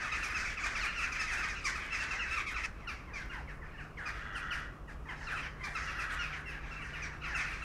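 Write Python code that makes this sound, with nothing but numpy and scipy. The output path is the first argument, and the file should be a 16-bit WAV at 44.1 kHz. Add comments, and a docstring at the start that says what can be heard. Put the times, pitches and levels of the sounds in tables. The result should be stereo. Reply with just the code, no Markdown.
"""Jackdaws flock over bare trees: each call is a short falling "chack" of harmonics seen through a throat.
Near calls stand out as clear glides with their own echoes; random farther calls make a clamour scattered
by the wood. A rook gives two long hoarse caws, pulses and breath ringing a wide throat.
Below lie far traffic (shaped noise), a low drone (resonated noise) and a mains hum (sine) that sets in partway."""
import sys
import numpy as np
from scipy import signal
from scipy.fft import rfft, irfft, next_fast_len
from scipy.io import wavfile
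from scipy.ndimage import uniform_filter1d

SR = 44100
rng = np.random.default_rng(int(sys.argv[2]) if len(sys.argv) > 2 else 0)


def store_pcm(level_fs):
    """Save levels as 16-bit WAV."""
    pcm = np.round(np.clip(level_fs, -1, 1) * 32767).astype(np.int16)
    wavfile.write(sys.argv[1], SR, np.atleast_2d(pcm).T)


N = 336907

# Near jackdaw calls. Each row: time in seconds, length of the clear head in seconds, pitch at the head's start
# in Hz, at its end in Hz, level in dB, first partial against the second in dB, third against the second in dB,
# brightness of the partials above in dB, their rasp (0-1).
NEAR_CALLS = [(0.015, 0.061, 1262, 1200, -54, 7, -18, -14, 0.69),
              (0.117, 0.02, 1326, 1231, -36, 0.5, -15, 0, 0.1),
              (0.227, 0.026, 1400, 1135, -39, 0, -17, 8.5, 0.21),
              (0.299, 0.018, 1320, 1233, -42.5, 1, -22, 5, 0.1),
              (0.343, 0.035, 1351, 1237, -36, -4.5, -27, 3, 0.1),
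              (0.394, 0.025, 1262, 1300, -40, -12, -30, 12.5, 0.4),
              (0.446, 0.024, 1270, 1075, -38.5, -13, -37, 3.5, 0.14),
              (0.571, 0.017, 1367, 1220, -38, -2, -37, 1, 0.1),
              (0.635, 0.014, 1246, 1167, -34.5, -2.5, -33, 3, 0.11),
              (0.751, 0.028, 1405, 1066, -38, 3.5, -25, 4.5, 0.18),
              (0.808, 0.025, 1518, 1283, -44.5, 1, -1.5, 10, 0.2),
              (0.829, 0.023, 1356, 1135, -35.5, 0.5, -33, -1, 0.18),
              (0.958, 0.025, 1470, 1320, -43.5, 4, -16, 11, 0.3),
              (0.979, 0.022, 1360, 1267, -35.5, -6, -29, -1.5, 0.46),
              (1.015, 0.035, 1373, 1202, -37.5, -21, -34, 2, 0.24),
              (1.117, 0.02, 1325, 1170, -40.5, 0, -28, 5.5, 0.35),
              (1.154, 0.03, 1337, 1118, -42, -11, -23, 1, 0.31),
              (1.192, 0.032, 1340, 1255, -39, -4, -28, 8, 0.1),
              (1.227, 0.031, 1299, 1260, -44, -2, -27, -4, 0.1),
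              (1.274, 0.033, 1325, 1067, -54, -9, -9, 12, 0.22),
              (1.308, 0.043, 1360, 1158, -42, -5, -27, 4.5, 0.27),
              (1.371, 0.04, 1363, 1260, -42, -9, -21, 3.5, 0.18),
              (1.426, 0.028, 1298, 1224, -43.5, 5, -24, 10.5, 0.29),
              (1.641, 0.035, 1292, 1100, -46, 7, -14, 15.5, 0.1),
              (1.649, 0.028, 1240, 1063, -35.5, -2.5, -32, 6, 0.49),
              (1.753, 0.016, 1280, 1260, -42, 2, -21, 6, 0.47),
              (1.905, 0.037, 1324, 1330, -41.5, -17, -54, -5, 0.1),
              (1.92, 0.047, 1355, 1232, -39.5, -4.5, -27, 7.5, 0.1),
              (1.997, 0.024, 1374, 1314, -39.5, -16, -24, 6.5, 0.58),
              (2.106, 0.021, 1392, 1288, -37.5, -3.5, -23, 4, 0.63),
              (2.19, 0.044, 1422, 1272, -38.5, -4, -24, -0.5, 0.1),
              (2.307, 0.05, 1309, 1341, -39.5, -6.5, -30, 3.5, 0.1),
              (2.371, 0.019, 1330, 1140, -35.5, 4, -16, -1, 0.13),
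              (2.558, 0.02, 1356, 1036, -38.5, 4, -26, 0, 0.27),
              (2.634, 0.023, 1363, 1254, -39, -3, -21, 8, 0.28),
              (2.822, 0.038, 1110, 930, -55, -6, -29, -15, 0.34),
              (2.873, 0.032, 1474, 1180, -40.5, 2.5, -16, 11, 0.24),
              (3.072, 0.044, 1101, 913, -55.5, 1, -16, -11, 0.54),
              (3.134, 0.056, 1228, 1031, -44, -10, -23, 3.5, 0.41),
              (3.176, 0.055, 881, 747, -49, -32, -6, 9, 0.67),
              (3.296, 0.021, 1414, 1400, -47.5, -1, -23, 3, 0.45),
              (3.312, 0.018, 865, 788, -48.5, -16, -4, -6, 0.63),
              (3.33, 0.024, 1080, 965, -47, -2, -13, 2, 0.65),
              (3.352, 0.03, 1093, 874, -57.5, 11.5, 1, -10, 0.6),
              (3.474, 0.03, 1155, 874, -50, -16, -18, -7, 0.2),
              (3.616, 0.019, 1050, 902, -50, -6, -34, -18, 0.29),
              (3.685, 0.027, 1305, 1094, -59, -10, -23, -14, 0.33),
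              (3.733, 0.031, 972, 842, -54, -11, -15, -7, 0.84),
              (3.78, 0.039, 986, 735, -50, -21, -2, -6, 0.83),
              (3.83, 0.025, 905, 730, -59, -9, -9, -14.0, 0.7),
              (3.972, 0.029, 1165, 818, -45, -7, -14, -7, 0.62),
              (4.026, 0.06, 927, 780, -60, -8, -8, -2, 0.47),
              (4.056, 0.025, 1280, 1198, -39.5, -3, -30, 4, 0.1),
              (4.351, 0.029, 1578, 1293, -42, 1.5, -26, 8, 0.1),
              (4.507, 0.026, 1615, 1238, -38, -3, -19, 5.5, 0.26),
              (4.877, 0.027, 987, 831, -51, -9, -12, 0, 0.4),
              (5.055, 0.009, 996, 935, -51, -1, -23, -13, 0.7),
              (5.086, 0.031, 1100, 923, -43.5, -2, -10, -9, 0.1),
              (5.209, 0.01, 992, 941, -44.5, -6, -7, -6, 0.8),
              (5.269, 0.032, 1446, 1178, -42, 2, -7.5, -9, 0.1),
              (5.301, 0.044, 1041, 701, -40, -18, -16, -10, 0.53),
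              (5.355, 0.027, 1348, 1208, -42, -0.5, -26, 6, 0.45),
              (5.365, 0.029, 1049, 937, -47, -9, -2, -9, 0.33),
              (5.425, 0.031, 1106, 927, -48, -5, -0.5, 6, 0.27),
              (5.605, 0.036, 1069, 1013, -45.5, -8, -18, -9, 0.22),
              (5.636, 0.024, 1213, 1164, -40.5, -5, -18, 8, 0.65),
              (5.642, 0.045, 1145, 800, -53, 5, -19, -9, 0.57),
              (5.751, 0.026, 1368, 1226, -39.5, 4, -15, 4, 0.22),
              (5.873, 0.027, 1440, 1330, -43.5, -6, -28, -7, 0.39),
              (5.989, 0.023, 1380, 1242, -38, 1, -30, 4, 0.1),
              (6.096, 0.019, 917, 742, -41, -23, -18, 7, 0.55),
              (6.191, 0.032, 1443, 1393, -40.5, 1.5, -18, 5, 0.25),
              (6.212, 0.036, 1386, 1237, -42.5, -14, -35, 7, 0.1),
              (6.323, 0.023, 1295, 952, -42.5, -11, -14.5, -2, 0.15),
              (6.458, 0.05, 1378, 1295, -45.5, -16, -30, 6.5, 0.25),
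              (6.515, 0.045, 1037, 832, -48.5, -10, -8, 0, 0.68),
              (6.632, 0.019, 977, 832, -54.5, -5, -9, -6, 0.53),
              (6.71, 0.024, 1390, 1310, -47, -2, -27, 1, 0.34),
              (6.762, 0.019, 1362, 1326, -47, -3, -39, -2, 0.12),
              (6.792, 0.027, 1190, 1136, -47.5, -4, -31, -1, 0.64),
              (6.819, 0.018, 1500, 1317, -46, 1, -31, -8, 0.61),
              (6.935, 0.02, 1525, 1314, -45, 0, -31, 6, 0.39),
              (6.951, 0.013, 1058, 927, -46, -9, -14, -10, 0.39),
              (7.019, 0.03, 1280, 1101, -41.5, -7, -36, 5, 0.1),
              (7.09, 0.016, 1006, 940, -50.5, -4, -10, -17, 0.46),
              (7.218, 0.024, 1495, 1130, -46.5, 4, -19, -2, 0.45),
              (7.239, 0.03, 1465, 1170, -41.5, 3.5, -17, 2, 0.1),
              (7.275, 0.051, 1064, 836, -44.5, -7.5, -14, -1, 0.4),
              (7.325, 0.042, 947, 678, -40.5, -37, -14, -13, 0.7),
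              (7.346, 0.023, 1400, 1272, -35, -2, -33, 4.5, 0.093),
              (7.387, 0.035, 1323, 1090, -38.5, -5, -20, 4, 0.45),
              (7.525, 0.025, 1450, 1166, -45, -12, -26, 5, 0.48),
              (7.621, 0.012, 1370, 1323, -39.5, -0.5, -11, 5, 0.088)]
# Slowly changing clamour of the other birds, with near-silent gaps. Each row: time in seconds, level in dB,
# brightness in dB.
CLAMOUR_CURVE = [(0.0, -37, 0), (0.55, -46, 0), (0.93, -40.5, -0.5), (1.02, -45, 3), (1.45, -34.5, -1),
                 (1.62, -46, -3), (2.06, -39.5, -0.5), (2.28, -41, 1), (2.5, -40, 0), (2.66, -40.5, -1),
                 (2.68, -52.5, 2.5), (3.3, -66, 2), (3.6, -82, 7), (4.2, -45, 4), (4.9, -72, 5.5),
                 (5.3, -47, 8.5), (5.47, -41.5, 1), (5.51, -72, 0), (5.6, -49, 1.5), (5.9, -42.5, 7),
                 (6.3, -44, 1.5), (6.6, -53, -4), (6.75, -45.5, 5), (7.1, -48.5, 0.5), (7.2, -53, 1),
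                 (7.42, -39.5, 2.5), (7.64, -41.5, 4.5)]
# Rook caws. Each row: start in seconds, length in seconds, time to full strength in seconds,
# pulse rate at the start in Hz, at the end in Hz, level in dB.
ROOK_CAWS = [(3.982, .71, 0.4, 212.8, 171.9, -47), (5.741, .55, 0.017, 185.6, 176.7, -47)]
# Jackdaw throat response. Each row: frequency in Hz, gain in dB.
JACKDAW_THROAT_RESPONSE = [(600, -5), (950, -16.5), (1250, -4.5), (1500, 8), (2000, -3), (2600, 0),
                           (3100, 0), (3500, -27.5), (4800, -7), (6000, -6), (7100, -20), (9100, -20),
                           (15000, -45)]
# Rook throat resonances. Each row: frequency in Hz, width of the first of two resonators in Hz, gain in dB.
ROOK_RESONANCES = [(1280, 107, 1.5), (1435, 680, -4.5), (1970, 160, -3), (2750, 170, -13), (3390, 110, -18),
                   (4830, 930, -34)]
# Traffic spectrum. Each row: frequency in Hz, relative density in dB per Hz.
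TRAFFIC_SPECTRUM = [(12, -35), (20, 6), (59, -3), (196, -10), (686, -13), (1130, -10), (1270, -14),
                    (1820, -33), (2760, -29), (3540, -41), (6360, -43), (12100, -49), (15500, -54)]
# Traffic correlation of the channels before the lag. Each row: frequency in Hz, left-right likeness (0-1).
TRAFFIC_LIKENESS = [(30, 1), (125, 0.88), (300, 1), (600, 0.48), (1000, 0.87), (2000, 0.2), (5000, 0.21),
                    (12000, 0.21)]
# Mains hum. Each row: time in seconds, level in dB.
HUM_CURVE = [(2.6, -62), (3.5, -58.5), (7.64, -54)]

# Jackdaw call: after its head it slides on down and turns hoarse
TAIL_S, TAIL_FALL = 0.04, 0.78   # near calls end at this share of the head's end pitch
PITCH_BEND = 1.25   # above 1 the pitch lingers at the top before it falls
UPPER_DB = -8.5   # partials above the third, at the syrinx
SECOND_FOLLOWS = 0.58   # share of the throat's colour that the second partial takes on as it falls

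# At SHIFT_S the near sound drops for DIP_S; from then on the birds sit farther left and sound duller
SHIFT_S, DIP_S, DIP_DB = 2.663, 0.14, -14
LAG_BEFORE_SAMPLES, LAG_AFTER_SAMPLES = 1, -3   # left channel against right
DULL_HZ = 10500

# Each near call leaves a short diffuse echo, made from the clamour's noise
DIFFUSE_DB, DIFFUSE_RISE_S, DIFFUSE_T60_S = 4, 0.034, 0.46   # dB relative to the call
DIFFUSE_BRIGHT_SHARE = 0.35   # of the call's brightness

CAW_ONSET_SHARE, CAW_RELEASE_S = 0.46, 0.11   # strength reached in the first 20 ms, before the swell

WOOD_T60_S, CLUSTER_T60_S = 0.49, 0.019
NEAR_WOOD_DB, FAR_WOOD_DB, ROOK_WOOD_DB = -8.5, -3, -1.5
TRUNK_MIN_S, TRUNK_MAX_S, TRUNK_DB = 0.014, 0.028, -13   # two near trunks throw back distinct echoes

# The road lies to the right: the left channel hears it late, half a cycle at OPPOSED_HZ
TRAFFIC_DB, OPPOSED_HZ, LAG_GROWTH = -47, 828, 0.98
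DRONE_HZ, DRONE_WIDTH_HZ, DRONE_DB = 48, 19.4, -48.5
HUM_HZ, HUM_START_S, HUM_FADE_S = 148.7, 2.5, 0.68
BASS_CUT_HZ, CUTOFF_HZ = 16, 15700


def near_jackdaws():
    """Calls that stand out of the clamour; each of four places has its own echo."""
    places = np.zeros((4, 2, N))
    for row, place in zip(NEAR_CALLS, rng.random(200)):
        s, head_s, start_hz, mid_hz, level_db, *colour = row
        call = chack(head_s, start_hz, mid_hz, TAIL_FALL * mid_hz, *colour, rough=0.14, tail_db=-13)
        add(places, from_db(level_db) * call, s - 0.003, place)
    return near_dip() * sum(wood(track, NEAR_WOOD_DB) for track in places)


def chack(head_s, start_hz, mid_hz, end_hz, first_db, third_db, bright_db, rasp, rough, tail_db):
    """Harmonics of a falling pitch through the throat; the second partial has rms about 1 in the head."""
    t = np.arange(int((head_s + TAIL_S) * SR)) / SR
    early = np.minimum(t / head_s, 1)
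    late = np.clip((t - head_s) / TAIL_S, 0, 1)
    head_pitch = start_hz * (mid_hz / start_hz) ** early ** PITCH_BEND
    pitch = head_pitch * (end_hz / mid_hz) ** late
    hoarse = rough + 1.2 * late
    order = np.arange(1, 13)[:, None]
    mean_hz = (start_hz + mid_hz) / 2

    throat_db = at_hz(JACKDAW_THROAT_RESPONSE, order * pitch)
    level_db = throat_db - at_hz(JACKDAW_THROAT_RESPONSE, 2 * mean_hz)
    favour_db = 3 * rng.standard_normal((9, 1))   # every call favours other overtones
    soft_attack_db = -7 * np.exp(-t / 0.016)   # upper partials swell after the attack
    level_db[3:] += UPPER_DB + bright_db + favour_db + soft_attack_db
    level_db[1] *= SECOND_FOLLOWS
    level_db[0] = first_db + throat_db[0] - at_hz(JACKDAW_THROAT_RESPONSE, start_hz)
    third_colour_db = throat_db[2] - at_hz(JACKDAW_THROAT_RESPONSE, 3 * mean_hz)
    level_db[2] = third_db + 0.5 * third_colour_db + 5 - 8 * early   # boosted at the onset

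    uneven_pitch = pitch * (1 + 0.1 * hoarse * wobble(len(t), 400))
    phase = 2 * np.pi * np.cumsum(uneven_pitch) / SR
    # timing slips break up the upper partials
    loose = (order > 2) * (0.06 + late)
    rasp_slip = np.clip(rasp - 0.1, 0, 1) * (0.4 + 0.6 * early) + 0.08 * early
    loose = loose + (order > 3) * rasp_slip
    partials = from_db(level_db) * np.sin(order * (phase + loose * wobble(len(t), 1200)))

    voice = np.sqrt(2) * partials.sum(axis=0) * (1 + 0.5 * hoarse * wobble(len(t), 1500))
    attack = np.minimum(t / 0.009, 1)
    release = from_db(tail_db * np.sqrt(late)) * np.minimum((1 - late) / 0.049, 1)
    return voice * attack * release


def add(tracks, call, s, place):
    """Lay a call into the track of its place (0-1); place and time set the lag between the channels."""
    track = tracks[int(place * len(tracks))]
    base_lag = LAG_BEFORE_SAMPLES if s < SHIFT_S else LAG_AFTER_SAMPLES
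    lag = base_lag + round(3 * place - 1.5)
    right_start = round(s * SR)
    for side, start in enumerate((right_start + lag, right_start)):
        heard = call[max(-start, 0):N - start]   # a call may be under way at the start
        first = max(start, 0)
        track[side, first:first + len(heard)] += heard


def near_dip():
    """Gain of the near sound: a short dip at the shift."""
    since = np.arange(N) / SR - SHIFT_S
    return from_db(DIP_DB * (since > 0) * (since < DIP_S))


def flock(count):
    """Farther birds call at random; the clamour swells and sinks along its level curve and carries diffuse echoes."""
    level_db, bright_db = in_time(CLAMOUR_CURVE)
    places = np.zeros((4, 2, N))
    for s, length, high, fall, size, place, low in rng.random((count, 7)):
        start_hz = 1000 + 450 * high
        mid_hz = start_hz * (0.95 - 0.2 * fall)
        first_db = at_hz(JACKDAW_THROAT_RESPONSE, start_hz) - 2 - 5 * low
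        call = chack(0.02 + 0.025 * length, start_hz, mid_hz, 0.75 * mid_hz, first_db, third_db=-16,
                     bright_db=0, rasp=0.3, rough=0.22, tail_db=-5)
        add(places, from_db(7.8 * size) * call, s * N / SR - 0.04, place)
    out = sum(wood(track, FAR_WOOD_DB) for track in places)
    # the clamour is already under way: a stretch from the middle fades out under the opening
    lead = SR // 10
    out[:, :lead] += out[:, N // 2:N // 2 + lead] * np.linspace(1, 0, lead)
    power = uniform_filter1d(np.mean(out ** 2, axis=0), size=SR // 8)
    out /= np.sqrt(power + 1e-9)   # even out before the level curve
    high_pass = signal.butter(3, 3200, "high", fs=SR, output="sos")
    treble = signal.sosfilt(high_pass, out)   # set apart so that its brightness can vary
    body_gain, treble_gain = np.sqrt(from_db(2 * level_db) + diffuse_echo_power())
    return body_gain * (out - treble) + treble_gain * from_db(bright_db) * treble


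def diffuse_echo_power():
    """Power envelopes (body, treble) of the near calls' diffuse echo: quick rise, exponential fall."""
    kicks = np.zeros((2, N))
    for s, _, _, _, level_db, _, _, bright_db, _ in NEAR_CALLS:
        tilt_db = np.array([0, DIFFUSE_BRIGHT_SHARE * bright_db])
        kicks[:, int(s * SR)] += from_db(2 * (level_db + DIFFUSE_DB + tilt_db))   # doubled dB: power
    t = np.arange(SR // 2) / SR
    shape = np.minimum(t / DIFFUSE_RISE_S, 1) ** 2 * from_db(-120 * t / DIFFUSE_T60_S)
    power = signal.oaconvolve(kicks, shape[None], axes=1)[:, :N]
    return np.maximum(power, 0) * near_dip() ** 2


def rook():
    """Strong-weak pulses with breath noise on each ring a wide throat."""
    out = np.zeros(N)
    for s, length_s, swell_s, start_hz, end_hz, level_db in ROOK_CAWS:
        since = np.arange(N) / SR - s
        ending = np.clip(1 - (length_s - since) / CAW_RELEASE_S, 0, 1)
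        rate_hz = np.interp(since, [0, length_s], [start_hz, end_hz])
        cycles = np.cumsum(rate_hz * (1 + 0.025 * wobble(N, 90))) / SR
        whole = np.floor(cycles)
        pulses = np.diff(whole, prepend=0) * (1 + 0.68 * (-1) ** whole)
        breath = 0.02 * rng.standard_normal(N) * np.exp(-3.0 * (cycles % 1))
        throat = np.zeros(N)
        for k, (hz, width_hz, db) in enumerate(ROOK_RESONANCES):
            ringing = resonance(resonance(pulses + breath, hz, width_hz), hz, 2 * width_hz)
            throat += (-1) ** k * from_db(db) * ringing   # alternating polarity
        swell = np.interp(since, [0, 0.02, swell_s], [0, CAW_ONSET_SHARE, 1])
        out += from_db(level_db) * swell * (1 - ending) * rms_one(throat)
    return wood(np.array([out, out]), ROOK_WOOD_DB)


def wood(x, wet_db):
    """Trunks and branches scatter sound: a dense early cluster, then a duller decay, partly its own at each ear."""
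    t = np.arange(SR // 2) / SR
    onset = np.clip((t - 0.006) / 0.0062, 0, 1)   # the first branches are some metres away
    noise = rng.standard_normal((3, len(t))) * onset
    late = signal.lfilter([0.35], [1, -0.65], noise) * from_db(-60 * t / WOOD_T60_S)
    echo = late + 2.6 * noise * from_db(-60 * t / CLUSTER_T60_S)
    echo = 0.83 * echo[0] + 0.93 * echo[1:]   # shared part plus each ear's own
    echo /= np.sqrt(np.sum(echo ** 2) / 2)
    echo *= from_db(wet_db)
    trunk_s = rng.uniform(TRUNK_MIN_S, TRUNK_MAX_S, size=2)
    echo[:, (trunk_s * SR).astype(int)] += from_db(TRUNK_DB)
    return x + signal.oaconvolve(x, echo, axes=1)[:, :N]


def traffic():
    """Steady far noise shaped in frequency; a common and an opposed part set the channels' likeness."""
    size = next_fast_len(N)
    hz = np.arange(size // 2 + 1) * SR / size
    mid, side = rfft(rng.standard_normal((2, size)))
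    alike = np.clip(at_hz(TRAFFIC_LIKENESS, hz), 0, 1)
    both = np.sqrt(1 + alike) * mid + np.sqrt(1 - alike) * side * [[1], [-1]]
    both[0] *= np.exp(-1j * np.pi * (hz / OPPOSED_HZ) ** LAG_GROWTH)   # left lags
    noise = irfft(both * from_db(at_hz(TRAFFIC_SPECTRUM, hz)), size)[:, :N]
    return from_db(TRAFFIC_DB) * rms_one(noise)


def hum():
    """A sine near the third multiple of the mains pitch, its level wavering slightly."""
    t = np.arange(N) / SR
    level_db, = in_time(HUM_CURVE)
    fade_in = np.clip((t - HUM_START_S) / HUM_FADE_S, 0, 1)
    gain = from_db(level_db + 0.36 * wobble(N, 1.82))
    return np.sqrt(2) * gain * fade_in * np.sin(2 * np.pi * HUM_HZ * t)


def drone():
    """Noise through two resonators near the mains pitch wavers as a low drone."""
    noise = rng.standard_normal(N)
    ringing = resonance(resonance(noise, DRONE_HZ, DRONE_WIDTH_HZ), DRONE_HZ, 2 * DRONE_WIDTH_HZ)
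    return from_db(DRONE_DB) * rms_one(ringing)


def resonance(x, hz, width_hz):
    """Two-pole resonator, gain about 1 at its peak."""
    r = np.exp(-np.pi * width_hz / SR)
    zeros = [(1 - r * r) / 2, 0, (r * r - 1) / 2]
    poles = [1, -2 * r * np.cos(2 * np.pi * hz / SR), r * r]
    return signal.lfilter(zeros, poles, x)


def wobble(size, rate_hz):
    """Normal random values at rate_hz, joined by straight lines."""
    count = int(N * rate_hz / SR) + 2 if size == N else 400
    knots = rng.standard_normal(count)
    return np.interp(np.arange(size) * rate_hz / SR, np.arange(count), knots)


def in_time(rows):
    """Columns of a curve table at every sample."""
    s, *columns = np.transpose(rows)
    return [np.interp(np.arange(N) / SR, s, column) for column in columns]


def at_hz(points, hz):
    """Read a spectrum table on a log-frequency axis."""
    table_hz, values = np.transpose(points)
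    return np.interp(np.log(hz + 1), np.log(table_hz), values)


def from_db(db):
    """Decibels to gain."""
    return 10 ** (np.asarray(db) / 20)


def rms_one(x):
    """Scale to unit rms."""
    return x / np.sqrt(np.mean(x ** 2) + 1e-20)


def scene():
    """Birds over the low background; after the shift the birds sound duller."""
    birds = near_jackdaws() + flock(count=300) + rook()
    dulled = signal.lfilter(*signal.butter(1, DULL_HZ, fs=SR), birds)
    before_shift = np.arange(N) < SHIFT_S * SR
    return np.where(before_shift, birds, dulled) + traffic() + hum() + drone()


def record(dry):
    """The left channel loses a little deep bass; both lose the top."""
    left = signal.lfilter(*signal.butter(1, BASS_CUT_HZ, "high", fs=SR), dry[0])
    low_pass = signal.ellip(12, 0.5, 70, CUTOFF_HZ, fs=SR, output="sos")
    return signal.sosfilt(low_pass, np.array([left, dry[1]]))


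dry = scene()
out = record(dry)
store_pcm(out)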